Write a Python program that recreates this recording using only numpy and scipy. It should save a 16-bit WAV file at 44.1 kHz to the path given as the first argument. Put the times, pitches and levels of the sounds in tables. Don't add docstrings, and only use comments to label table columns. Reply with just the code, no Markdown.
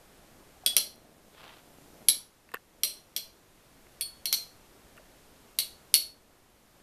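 import sys
import numpy as np
from scipy import signal
from scipy.fft import rfft, irfft
from scipy.io import wavfile
from scipy.ndimage import uniform_filter1d

SR = 44100
rng = np.random.default_rng(int(sys.argv[2]) if len(sys.argv) > 2 else 0)


def amplitude_ratio(level_db):
    exponent = np.asarray(level_db, float) / 20
    return 10 ** exponent


def dump(signal):
    limited = np.clip(np.atleast_2d(signal).T, -1, 1)
    pcm = np.round(limited * 32767).astype(np.int16)
    wavfile.write(sys.argv[1], SR, pcm)


N = 300762


def evened(x):
    return x / np.sqrt(np.mean(x ** 2) + 1e-20)


def read(points, hz):
    f, value = np.transpose(points)
    return np.interp(np.log(hz + 1), np.log(f + 1), value)


def coloured(x, tone):
    gain = amplitude_ratio(read(tone, np.fft.rfftfreq(len(x), 1 / SR)))
    return irfft(rfft(x) * gain, len(x))


def along(table, column):
    rows = np.array(table)
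    return np.interp(np.arange(N) / SR, rows[:, 0], rows[:, column])


def add(mix, start_s, sound):
    part = mix[round(start_s * SR):][:len(sound)]
    part += sound[:len(part)]


def high_pass(x, hz):
    return signal.sosfilt(signal.butter(2, hz, "high", fs=SR, output="sos"), x)


def grains(per_s, spread_db):
    strength = amplitude_ratio(spread_db * np.minimum(rng.exponential(1, N), 5))
    return strength * (rng.random(N) < per_s / SR) * rng.standard_normal(N)


def modes(table, t, detune):
    luck = rng.random((len(table), 2))
    out = 0
    for (hz, db, t60_s), (pitch, phase) in zip(table, luck):
        turns = hz * (1 + detune * (pitch - .5)) * t + phase
        out = out + amplitude_ratio(db - 60 * t / t60_s) * np.sin(2 * np.pi * turns)
    return out


# time in seconds, level in dB.
GRINDING_DB = [(0, -60.5), (.4, -55), (.7, -68), (.95, -51.5), (1.31, -54.5), (1.48, -57.5), (1.82, -55),
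               (2.03, -51), (2.26, -68), (2.51, -96), (2.77, -54), (2.96, -67), (4.1, -73), (4.77, -58),
               (5.8, -70), (6.12, -58), (6.4, -61.5), (6.82, -62)]
# frequency in Hz, level in dB.
GRIND_TONE = [(60, -22.5), (150, 0.5), (280, 3), (450, -2), (650, 1), (900, -9.5), (1500, -20.5),
              (3000, -27.5), (6000, -42.5)]


def grind():
    contacts = coloured(grains(900, 3.0), GRIND_TONE)
    lumps = amplitude_ratio(0.71 * evened(uniform_filter1d(rng.standard_normal(N), 900)))
    return amplitude_ratio(along(GRINDING_DB, 1) - 6.0) * evened(contacts * lumps)


# start in seconds, level in dB, pitch in Hz.
HOPS = [
    (0.567, -55.5, 770),
    (0.636, -48.5, 736),
    (0.699, -52, 680),
    (0.733, -51, 725),
    (4.962, -55, 640),
    (4.997, -53, 590),
]


def hop(start_s, db, hz):
    t = np.arange(2000) / SR
    rise = 1 - np.exp(-t / 0.00041)
    return start_s, amplitude_ratio(db + 6.5) * modes([(hz, 0, .04)], t, 0.024) * rise


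NODE_SHARE = .03


def struck(lobes, drive, contact_deg):
    out = []
    for (body, count), (angle_deg, db) in zip(lobes, drive):
        lobe = np.cos(np.radians(count * contact_deg[int(body)] - angle_deg) / 2) ** 2
        out.append(db + 20 * np.log10(NODE_SHARE + lobe))
    return out


def click(tone):
    cepstrum = irfft(np.log(amplitude_ratio(read(tone, np.fft.rfftfreq(1024, 1 / SR)))))
    cepstrum[1:512] *= 2
    cepstrum[513:] = 0
    pulse = irfft(np.exp(rfft(cepstrum)))
    return pulse / abs(pulse).max()


THROB_HZ = 29.2
# pitch in Hz, decay t60 in seconds, split of each close pair in Hz.
RING_HZ = [3370, 3922, 4148, 4398, 4865, 8060, 8292, 8553, 8845, 9450, 11030]
RING_T60_S = [.24, .14, .28, .25, .09, .14, .24, .18, .12, .09, .11]
RING_SPLIT_HZ = [5, 15, 14, 5, 15, 20, 8, 8, 25, 50, 55]
RING_LOBES = [(1, 3), (0, 5), (1, 4), (0, 4), (2, 3), (0, 5), (2, 1), (0, 4), (1, 3), (0, 4), (2, 5)]
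# angle of the lobe pattern in degrees, level in dB when struck on a lobe.
RING_DRIVE = [(72, -25.5), (247, -29.5), (35.3, -22.5), (108, -19), (36, -32), (234, -32.5), (144, -33.5),
              (117.8, -35), (63, -21), (36, -20), (324, -22)]


def rings(contact_deg, t):
    ring_db = struck(RING_LOBES, RING_DRIVE, contact_deg)
    out = 0
    for hz, t60_s, split_hz, db in zip(RING_HZ, RING_T60_S, RING_SPLIT_HZ, ring_db):
        shift, phase = rng.random(2)
        lower_hz = hz - .5 * shift * split_hz
        upper_hz = hz + (1 - .5 * shift) * split_hz
        pair = [(lower_hz, db, t60_s), (upper_hz, db - 17.5, t60_s)]
        throb = 1 + .55 * np.cos(2 * np.pi * (THROB_HZ * t + phase))
        out = out + throb * modes(pair, t, 0)
    return out * (1 - np.exp(-t / 0.0015))


PART_HZ = [
    [3050, 3350],
    [3880, 4350, 4900],
    [5480, 5765],
    [8050, 8750, 9400, 10000],
    [1950, 2240, 2700],
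    [10550, 11030],
    [12300, 12720, 13600],
]
# level in dB, decay t60 in seconds.
PARTS = [
    [(-4.5, 0.022), (-3.5, 0.03)],
    [(-3, 0.011), (1, .01), (-2, 0.007)],
    [(-2, 0.011), (-0.5, 0.022)],
    [(-6.5, 0.0089), (-4.5, 0.0053), (5, 0.0069), (-4, .008)],
    [(-12.5, 0.021), (-5, 0.029), (4, 0.013)],
    [(-10, .008), (-3.5, 0.017)],
    [(4.5, 0.0045), (6, 0.01), (-6.5, .008)],
]
PART_LOBES = [(2, 4), (2, 5), (1, 4), (1, 5), (0, 5), (2, 5), (0, 5)]
# angle of the lobe pattern in degrees, level in dB when struck on a lobe.
PART_DRIVE = [(161.9, -14.5), (153, -12.5), (0, -11), (319, -11.5), (81, -24), (261, -5.5), (80, -13)]


def damped_parts(contact_deg, t):
    table = []
    for pitches, group, drive_db in zip(PART_HZ, PARTS, struck(PART_LOBES, PART_DRIVE, contact_deg)):
        for hz, (db, t60_s) in zip(pitches, group):
            table.append((hz, db + drive_db, t60_s))
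    table.sort()
    luck = rng.random((len(table), 2)) - .5
    out = np.zeros((2, len(t)))
    for k, ((hz, db, t60_s), (pitch, level)) in enumerate(zip(table, luck)):
        decay = amplitude_ratio(db + 1.3 * level - 60 * t / t60_s)
        out[k % 2] += (-1) ** k * decay * np.sin(2 * np.pi * hz * (1 + 0.0034 * pitch) * t)
    return out * (1 - np.exp(-(t / 0.00031) ** 2))


# frequency in Hz, decay t60 in seconds.
ROOM_T60 = [(300, 0.65), (1000, 0.35), (3000, 0.31), (6000, 0.32), (10000, 0.29), (14000, 0.25)]
# delay in seconds, level in dB.
ECHO_S = [.0053, .0072, .0126, .0165, .0190]
ECHO_DB = [-9.5, -19.5, -8.5, -15.5, -16.5]


def room(sources, tail_db=-5.5):
    slots = np.arange(300, SR // 2 - 16, 16)
    taps = np.zeros((len(sources), SR // 2))
    places = slots + rng.integers(0, 16, (len(sources), len(slots)))
    np.put_along_axis(taps, places, rng.choice([-1., 1.], places.shape), 1)
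    hz, t, z = signal.stft(taps, SR, nperseg=256)
    decay = amplitude_ratio(-60 * t / read(ROOM_T60, hz)[:, None])
    tails = signal.istft(z * decay, SR, nperseg=256)[1]
    tails *= amplitude_ratio(tail_db) / np.linalg.norm(tails[0])
    tails[:, 0] += 1
    for delay_s, db in zip(ECHO_S, ECHO_DB):
        for tail in tails:
            tail[round((delay_s + .0005 * rng.random()) * SR)] += amplitude_ratio(db)
    return signal.fftconvolve(sources, tails, axes=1).sum(0)


# start in seconds, blow in dB, contact in degrees on first rim, second rim and loose weight ring.
CLASHES = [
    (0.662, -5.5, 64, 150, 307),
    (0.766, -1.5, 239, 76.2, 45.3),
    (2.0852, 2.5, 334.3, 333.4, 339),
    (2.834, -2, 153, 72.3, 148.4),
    (3.1636, -11.5, 241, 81.3, 225),
    (4.0098, -14, 99, 147.5, 338),
    (4.256, -14, 21, 187, 326),
    (4.327, -8, 317, 101.7, 145.5),
    (5.5877, -8.5, 318, 303, 17),
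    (5.9406, 2.5, 144, 332.6, 187.4),
]
# frequency in Hz, level in dB.
CRACK_TONE = [(500, -28.5), (1500, -19), (2900, -2.5), (4700, 3), (6000, -7.5), (7000, -9.5), (9000, -5),
              (12800, -1), (15000, -3)]
# pitch in Hz, level in dB, decay t60 in seconds.
BOWL = [(239.6, -0.5, 0.054), (313, -0.5, 0.034), (437, 0.5, 0.048), (643, 2, 0.073), (870.5, -1.5, .02),
        (1141, -3, 0.039), (1400, -3, 0.062)]
TOOTH_LOBES = [(1, 5), (2, 4)]
# angle of the lobe pattern in degrees, level in dB when struck on a lobe.
TOOTH_DRIVE = [(117, 0.0), (153, -37)]


def clash(start_s, blow_db, *contact_deg):
    t = np.arange(SR // 2) / SR
    crack_db, thud_db = struck(TOOTH_LOBES, TOOTH_DRIVE, contact_deg)
    scrape = 0.48 * rng.standard_normal(len(t)) * np.exp(-t / 0.0031)
    scrape[round(.0004 * SR)] += 1
    crack = amplitude_ratio(blow_db + crack_db) * signal.fftconvolve(scrape, click(CRACK_TONE))[:len(t)]
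    thud = amplitude_ratio(blow_db + thud_db) * modes(BOWL, t, 0.17) * (1 - np.exp(-t / 0.00016))
    thud = high_pass(thud, 200)
    ring = amplitude_ratio(blow_db) * rings(contact_deg, t)
    parts = amplitude_ratio(blow_db + 1.0) * damped_parts(contact_deg, t)
    heard = room(np.array([crack + thud + 0.88 * ring, *parts]))
    add(heard, 0, 0.45 * ring)
    return start_s, heard


# start in seconds, level in dB, brightness in dB.
TICKS = [(0.958, -62, 16), (1.437, -42, -28), (1.482, -64, -26), (2.489, -41.5, -10), (2.499, -54, -8),
         (2.517, -39.5, -4), (2.539, -23, -17), (2.543, -16, -5), (2.5521, -29, -24), (2.558, -35, -30),
         (2.568, -34, -28), (3.868, -49, -18), (4.968, -49.5, 0), (4.976, -44, -14), (4.981, -44, -17)]
# pitch in Hz, level in dB, decay t60 in seconds.
SHELL = [(500, -14, .015), (1150, -4, .018), (1400, -3, .016), (1800, 0, .017), (2100, -4, .012),
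         (2680, -1, .013), (4400, -14, .007)]


def tick(start_s, db, bright_db):
    t = np.arange(3000) / SR
    puff = rng.standard_normal(len(t)) * (t / .0006) * np.exp(1 - t / .0006)
    shell = high_pass(signal.fftconvolve(modes(SHELL, t, 0.017), puff)[:len(t)], 350)
    dry_click = amplitude_ratio(bright_db - 7.0) * np.diff(puff, 2, prepend=[0, 0])
    return start_s, amplitude_ratio(db) * (shell / abs(shell).max() + dry_click)


def brush():
    start_s, rise_s, hold_s, fall_s = 1.2, 0.066, 0.77, .15
    corners_s = np.cumsum([start_s, rise_s, hold_s, fall_s])
    shape = np.interp(np.arange(N) / SR, corners_s, [0, 1, 1, 0])
    tone = [(100, -30), (2500, -3), (14000, 0)]  # (Hz, dB)
    return amplitude_ratio(-63) * shape * coloured(rng.standard_normal(N), tone)


# time in seconds, level in dB.
RUSTLE_DB = [(1.28, -70.5), (1.288, -70), (1.382, -54), (1.442, -49.5), (1.602, -59), (1.624, -73),
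             (1.7, -81)]
# frequency in Hz, level in dB.
RUSTLE_TONE = [(300, -6), (800, 1), (1300, 0.5), (2200, -4), (3200, -0.5), (4500, -8.5), (6500, -19),
               (10000, -24)]


def rustle():
    rub = evened(coloured(grains(2500, 0.95), RUSTLE_TONE))
    t = np.arange(N) / SR
    fade_in = np.clip((t - RUSTLE_DB[0][0]) / 0.047, 0, 1)
    fade_out = np.clip((RUSTLE_DB[-1][0] - t) / 0.049, 0, 1)
    return amplitude_ratio(along(RUSTLE_DB, 1) + 0.5) * fade_in * fade_out * rub


def scene():
    mix = grind() + brush() + rustle()
    for row in HOPS:
        add(mix, *hop(*row))
    for row in CLASHES:
        add(mix, *clash(*row))
    for row in TICKS:
        add(mix, *tick(*row))
    return mix[None]


def gain_db():
    from_db, knee_db = -7, 2
    depth_base_db, more_per_db = -1, 0.3565
    fall_s, hold_s, back_s = 0.21, 0.41, 0.52
    t = np.arange(N) / SR
    out = np.zeros(N)
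    for start_s, blow_db, *_ in CLASHES:
        shape = np.interp(t - start_s, np.cumsum([0, fall_s, hold_s, back_s]), [0, 1, 1, 0])
        over_db = blow_db - from_db
        depth_db = (depth_base_db - more_per_db * over_db) * np.clip(over_db / knee_db, 0, 1)
        out = np.minimum(out, depth_db * shape)
    return out


def low_pass(x):
    return signal.sosfilt(signal.butter(12, 14940, fs=SR, output="sos"), x)


# frequency in Hz, level in dB.
HISS_TONE = [(20, 17.5), (60, 14), (150, 11), (400, 10), (1000, 5), (2500, -0.5), (6000, -4), (10000, -5),
             (14000, -5.5)]


def record(dry):
    hiss_db, clip, edge_hz = -57.5, .92, 14190
    hiss = amplitude_ratio(hiss_db) * evened(coloured(rng.standard_normal(N), HISS_TONE))
    overloaded = np.clip((dry + hiss) * amplitude_ratio(gain_db()), -clip, clip)
    edge = signal.firwin(301, edge_hz, window=("kaiser", 8), fs=SR)
    mix = signal.oaconvolve(overloaded, edge[None], "same")
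    return low_pass(mix)


dry = scene()
out = record(dry)
dump(out)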